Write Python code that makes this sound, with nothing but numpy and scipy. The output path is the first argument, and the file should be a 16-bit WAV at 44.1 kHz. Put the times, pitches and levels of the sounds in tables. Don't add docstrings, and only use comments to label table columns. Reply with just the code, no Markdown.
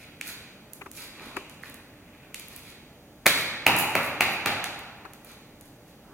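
import sys
import numpy as np
from scipy import signal
from scipy.fft import rfft, irfft, next_fast_len
from scipy.io import wavfile
from scipy.ndimage import map_coordinates

SR = 44100
rng = np.random.default_rng(int(sys.argv[2]) if len(sys.argv) > 2 else 0)


def master_out(mix):
    frames = np.transpose(np.atleast_2d(mix))
    ceiling = np.clip(frames, -1, 1)
    pcm = np.round(ceiling * 32767).astype(np.int16)
    wavfile.write(sys.argv[1], SR, pcm)


N = 270584
LEAD_S = .012

# (frequency [Hz], time to fall 60 dB [s])
HALL_T60 = [(100, 1.1), (300, 1.27), (800, 1.61), (2000, 1.29), (4800, 1), (8000, 0.71), (13000, 0.41)]
# (frequency [Hz], level [dB])
WALL_SPECTRUM = [(100, 4), (300, -1.5), (600, -4), (1100, 0.5), (2400, -1.5), (4000, 8.5), (5500, 0.5),
                 (9000, -0.5), (15000, 1)]
# (frequency [Hz], left-right correlation [-1 to 1])
CAPSULE_CORRELATION = [(100, 1), (500, .96), (1000, 0.91), (2000, 0.79), (3000, 0.035), (4150, -0.97),
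                       (5500, 0.32), (6500, -0.013), (14000, 0.1)]
# (frequency [Hz], gain [dB])
MIC_RESPONSE = [(2800, 0), (3400, -1), (4200, 0.5), (4500, 0.5), (4850, -2), (5600, -4), (6350, 2),
                (7500, -1.5), (10000, 1), (11400, 4), (12300, 1), (13200, 2.5), (14200, 0)]
# (frequency [Hz], level [dB])
VENT_SPECTRUM = [(18, -41), (30, -9.5), (109, -5), (165, -5), (189, -4.5), (303, -6), (328, -9),
                 (584, -11.5), (632, -13), (866, -14.5), (937, -20), (1960, -22.5), (3670, -25),
                 (10800, -34), (16000, -30)]
# (frequency [Hz], level [dB])
FAN_TONES = [(143, -63), (188, -68), (229, -63), (299, -62.5), (591, -65.5)]
# (time [s], level [dB])
KNOCK_EVENTS = [(0.816, -40), (0.8623, -40.5), (1.3684, -30.5), (5.052, -41)]
# (frequency [Hz], level [dB])
KNOCK_SPECTRUM = [(100, -21), (330, -0.5), (600, -10.5), (850, -1.5), (1050, -0.5), (1300, 0.5),
                  (1700, -8.5), (2500, -7), (3200, -23), (9000, -37)]
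# (peak time [s], length [s], level [dB], wetness [0-1], drag level [dB])
STROKE_EVENTS = [(.005, 0.11, -44.5, 0.24, -65), (.278, 0.075, -35, 0.62, -47.5),
                 (0.991, 0.1, -37, 0.62, -50.5), (1.24, 0.23, -43.5, 0.25, -44),
                 (1.521, .06, -53, 0.43, -61), (1.658, .09, -45, 0.33, -49),
                 (2.142, 0.47, -55.5, .08, -61.5), (2.389, 0.09, -47.5, 0.4, -57),
                 (2.541, 0.16, -47, 0.5, -56), (2.676, 0.094, -45.5, .38, -68),
                 (3.28, .028, -20.5, .45, -32), (5.29, 0.093, -47.5, .45, -51.5),
                 (5.659, .046, -55.5, 1, -61), (5.897, 0.067, -58.5, 0.6, -69), (6.11, 0.2, -73, .3, -52.5)]
# (frequency [Hz], level [dB])
HISS_SPECTRUM = [(1500, -40), (3000, -1), (4500, 0.5), (8000, -1.5), (11500, -1.5), (16000, -6.5)]
# (frequency [Hz], level [dB])
RUB_SPECTRUM = [(650, -35), (1050, -13), (1330, -6.5), (1550, -4), (1850, -1.5), (2500, 4), (3000, -9),
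                (3700, -13), (5000, -24), (8000, -62)]
# (frequency [Hz], level [dB])
DRAG_SPECTRUM = [(100, -17), (220, 3.5), (600, -3), (1150, -4), (1800, -13.5), (4000, -64.5)]
# (time [s], level [dB], treble tilt [dB/octave])
SNAP_EVENTS = [(0.2121, -36.5, -5), (0.7338, -42.5, 6), (0.915, -46, 3), (1.368, -46, 1.5),
               (1.4968, -52, 0.5), (1.6979, -50, 12), (1.743, -48, 4), (2.3446, -37, -2.5),
               (2.3966, -44, 4), (2.484, -47, 15), (2.563, -42.5, 10), (3.7657, -34, 7),
               (4.642, -32.5, -3.5), (4.792, -50.5, 9.5), (5.135, -49, -0.5), (5.2475, -50.5, 11.5),
               (5.6107, -51.5, 2)]
# (frequency [Hz], level [dB])
SNAP_SPECTRUM = [(600, -27), (2500, 1.5), (4000, -5), (7000, 0), (11500, -2.5), (16000, -9.5)]
# (time [s], level [dB], pitch [Hz])
POP_EVENTS = [(0.2119, -37.5, 2200), (1.368, -37.5, 2520), (1.6348, -39.5, 1820), (2.3444, -42.5, 2420),
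              (4.642, -35, 1880)]
# (frequency [multiple of its pitch], level [dB])
POCKET_RESONANCE = [(.1, -43.5), (.5, -20.5), (.75, -6), (1, 2.5), (1.141, -0.5), (1.36, -22.5), (2, -21),
                    (6, -43)]
# (time [s], pop level [dB], pocket pitch [Hz],
# thud level [dB], hollow pitch [Hz], spray level [dB], spray tilt [dB/octave], hall send [dB],
# hall bass lift [dB, weighted by band], peel level [dB])
SLAP_EVENTS = [(3.26, -20.5, 2230, -26, 735, -31, -1, -6.5, -13, -43),
               (3.2652, -14.5, 2170, -21, 580, -17, -2, 0.4, 0, -31.5),
               (3.666, -14.5, 2470, -21.5, 836, -24.5, 0, 3, 7, -25),
               (3.953, -22.5, 2320, -23, 554, -30.5, 0.5, 3.5, 1, -37.5),
               (4.2081, -18, 2380, -26.5, 785, -27, -1.5, 3, 4.5, -40),
               (4.46, -26.5, 2390, -24.5, 780, -30, -4, 4.5, 0.5, -55)]
# (frequency [Hz], level [dB])
THUD_SPECTRUM = [(40, -28.5), (105, -5.5), (160, -6), (260, -2), (340, -1.5), (420, -3.5), (600, -4),
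                 (800, -0.5), (1020, -5), (1350, 0), (1520, -3.5), (1800, -3.5), (3200, -15.5),
                 (8000, -64.5)]
# (frequency [Hz], level [dB])
SPRAY_SPECTRUM = [(500, -45.5), (2500, -2.5), (3600, 2), (5000, 0), (8000, -1), (11500, -0.5), (16000, 0.5)]


def amp(db):
    return 10 ** (np.asarray(db) / 20)


def unit_rms(x):
    return x / np.sqrt(np.mean(x ** 2) + 1e-20)


def along(points, hz):
    freqs, values = np.transpose(points)
    return np.interp(np.log(hz + 1e-9), np.log(freqs), values)


def wobble(knots_per_s, size=N):
    position = np.arange(size) * knots_per_s / SR
    return map_coordinates(rng.standard_normal(int(position[-1]) + 4), [position])


def filtered(x, response):
    size = x.shape[-1]
    padded = next_fast_len(size + 8192)
    return irfft(rfft(x, padded) * response(np.fft.rfftfreq(padded, 1 / SR)), padded)[..., :size]


def coloured(x, spectrum):
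    return filtered(x, lambda hz: amp(along(spectrum, hz)))


def tilted(spectrum, tilt_db):
    return [(hz, db + tilt_db * np.log2(max(hz, SR / 16) / SR)) for hz, db in spectrum]


def add(track, at_s, sound):
    start = max(round(at_s * SR), 0)
    part = sound[..., :N - start]
    track[:, start:start + part.shape[-1]] += part


def diffuse(size):
    def mid_side_gains(hz):
        angle = np.arccos(np.clip(along(CAPSULE_CORRELATION, hz), -1, 1)) / 2
        return np.array([np.cos(angle), np.sin(angle)])
    mid, side = filtered(rng.standard_normal((2, size)), mid_side_gains)
    return np.array([mid + side, mid - side])


def ventilation():
    t = np.arange(N) / SR
    fans = sum(amp(db + 1.6 * wobble(8.8)) * np.sin(2 * np.pi * hz * t + 1.2 * wobble(6.6))
               for hz, db in FAN_TONES)
    air = unit_rms(coloured(diffuse(N), VENT_SPECTRUM))
    return amp(-52) * air + fans


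def hall(x, bass_db=0, build_s=.0071, early_db=3, early_t60=.12):
    hz, t, bands = signal.stft(diffuse(2 * SR), SR, nperseg=256)
    decay = amp(-60 * t / along(HALL_T60, hz)[:, None])
    tail = signal.istft(bands * decay, SR, nperseg=256)[1]
    bass_weight = [(900, .9), (1900, .089)]
    tail = filtered(tail, lambda f: amp(along(WALL_SPECTRUM, f) + bass_db * along(bass_weight, f)))
    t = np.arange(tail.shape[1]) / SR
    build_up = 1 - np.exp(-(t / build_s) ** 2)
    early_walls = 1 + amp(early_db - 60 * t / early_t60) / 2
    tail *= build_up * early_walls
    return signal.fftconvolve(x[None], tail / np.sqrt(SR * .085), axes=1)


def direct(x, pan_db, spread):
    taps = SR // 1000
    scattered = signal.fftconvolve(x, rng.standard_normal(taps) / np.sqrt(taps))[:len(x)]
    side = filtered(scattered, lambda hz: spread * along([(900, .1), (2500, 1), (5000, 1.74)], hz))
    return np.array([x + side, x - side]) * amp([[pan_db / 2], [-pan_db / 2]])


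def contact(spectrum, swell_s, t60, size=4096):
    t = np.arange(size) / SR - LEAD_S
    envelope = amp(np.where(t < 0, 20 * t / swell_s, -60 * t / t60))
    burst = envelope * rng.standard_normal(size)
    for _ in range(3):
        bins = rfft(burst)
        burst = irfft(bins / (abs(bins) + 1e-9)) * np.minimum(10 * envelope, 1)
    cepstrum = irfft(np.log(amp(along(spectrum, np.fft.rfftfreq(size, 1 / SR)))))
    cepstrum[1:size // 2] *= 2
    cepstrum[size // 2 + 1:] = 0
    ringing = irfft(rfft(burst) * np.exp(rfft(cepstrum)))
    return unit_rms(ringing) * np.sqrt(SR / 100 / size)


def knocks(ring_hz=388, ring_t60=.13, ring_db=-4.5):
    out = np.zeros((2, N))
    t = np.arange(SR // 5) / SR
    for at_s, db in KNOCK_EVENTS:
        knock = amp(db) * contact(KNOCK_SPECTRUM, swell_s=.005, t60=.051)
        ring = amp(db + ring_db - 60 * t / ring_t60) * np.sin(2 * np.pi * ring_hz * t)
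        add(out, at_s - LEAD_S, direct(knock, pan_db=5.5, spread=1))
        add(out, at_s + .00396, ring)
        add(out, at_s - LEAD_S, amp(-15.5) * hall(knock))
    return out


def snap(tilt_db, uneven_db=2):
    colour = [(hz, db + uneven_db * rng.standard_normal()) for hz, db in tilted(SNAP_SPECTRUM, tilt_db)]
    return contact(colour, swell_s=.00086, t60=.0105)


def air_pocket(pitch_hz, swell_s, t60):
    return contact([(multiple * pitch_hz, db) for multiple, db in POCKET_RESONANCE], swell_s, t60)


def clicks(snap_hall_db=1, pop_hall_db=-2):
    out = np.zeros((2, N))
    snaps = [(at_s, amp(db) * snap(tilt_db), snap_hall_db) for at_s, db, tilt_db in SNAP_EVENTS]
    pops = [(at_s, amp(db) * air_pocket(hz, swell_s=.00085, t60=.0085), pop_hall_db)
            for at_s, db, hz in POP_EVENTS]
    for at_s, click, hall_db in snaps + pops:
        add(out, at_s - LEAD_S, direct(click, pan_db=-1.5, spread=.35))
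        add(out, at_s - LEAD_S, amp(hall_db) * hall(click))
    return out


def friction(spectrum, grain_db, grains_per_s, size=32768):
    grip = amp(grain_db * wobble(grains_per_s, size))
    return unit_rms(coloured(grip * rng.standard_normal(size), spectrum))


def pressed(sound, peak_s, length_s, rise_share=.42):
    start_s = max(peak_s - len(sound) / SR / 2, 0)
    t = start_s + np.arange(len(sound)) / SR - peak_s
    width_s = length_s * np.where(t < 0, rise_share, 1 - rise_share)
    return start_s, sound * np.exp(-(t / width_s) ** 2)


def strokes(dry_tilt_db=-5.5, wet_tilt_db=4, tick_db=-7.5, tick_scatter_db=3.5):
    track = np.zeros((1, N))
    for peak_s, length_s, db, wetness, drag_db in STROKE_EVENTS:
        wet_gain = amp(db) * np.sin(wetness * np.pi / 2)
        dry_gain = amp(db) * np.cos(wetness * np.pi / 2)
        tilt_db = dry_tilt_db + wetness * (wet_tilt_db - dry_tilt_db)
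        hiss = wet_gain * friction(tilted(HISS_SPECTRUM, tilt_db), grain_db=5, grains_per_s=900)
        rub = dry_gain * friction(RUB_SPECTRUM, grain_db=5, grains_per_s=370)
        drag = amp(drag_db) * friction(DRAG_SPECTRUM, grain_db=2.5, grains_per_s=120)
        add(track, *pressed(hiss + rub + drag, peak_s, length_s))
        for offset, strength in rng.standard_normal((3, 2)):
            tick = wet_gain * amp(tick_db + tick_scatter_db * strength) * snap(tilt_db=3)
            add(track, min(peak_s + offset * length_s / 3, N / SR) - LEAD_S, tick)
    return track[0]


def peels(longest_stick_s=.13, stick_s_per_db=.005):
    track = np.zeros((1, N))
    hardest_db = max(pop_db for _, pop_db, *_ in SLAP_EVENTS)
    for at_s, pop_db, *_, peel_db in SLAP_EVENTS:
        stuck_s = longest_stick_s - stick_s_per_db * (hardest_db - pop_db)
        crackle = friction(tilted(HISS_SPECTRUM, tilt_db=8), grain_db=6.5, grains_per_s=800)
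        add(track, *pressed(amp(peel_db) * crackle, at_s + stuck_s, length_s=.056))
    return track[0]


def smears():
    clay = strokes() + peels()
    return amp(-7) * direct(clay, pan_db=-1, spread=.51) + amp(-3) * hall(clay)[:, :N]


def slaps(swell_s=.00138):
    out = np.zeros((2, N))
    for (at_s, pop_db, pocket_hz, thud_db, hollow_hz,
         spray_db, tilt_db, hall_db, bass_db, _) in SLAP_EVENTS:
        pop = amp(pop_db) * air_pocket(pocket_hz, swell_s, t60=.016)
        thud = amp(thud_db) * contact(THUD_SPECTRUM, 2 * swell_s, t60=.025)
        hollow = amp(thud_db - 3) * air_pocket(hollow_hz, swell_s, t60=.02)
        spray = amp(spray_db) * contact(tilted(SPRAY_SPECTRUM, tilt_db), swell_s, t60=.015)
        straight = direct(pop + thud + hollow + spray, pan_db=-.5, spread=.22)
        reverb = hall(pop) + hall(thud, bass_db) + hall(amp(-2) * hollow + spray, bass_db)
        add(out, at_s - LEAD_S, straight)
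        add(out, at_s - LEAD_S + .011, amp(-11) * straight)
        add(out, at_s - LEAD_S, amp(hall_db) * reverb)
    return out


def scene():
    return (slaps() + clicks() + knocks() + smears() + ventilation()) * amp([[-.4], [.4]])


def record(dry):
    band_limit_hz = 15950
    clipped = np.clip(coloured(dry, MIC_RESPONSE), -1, 1)
    return filtered(clipped, lambda hz: 1 / (1 + (hz / band_limit_hz) ** 150))


dry = scene()
out = record(dry)
master_out(out)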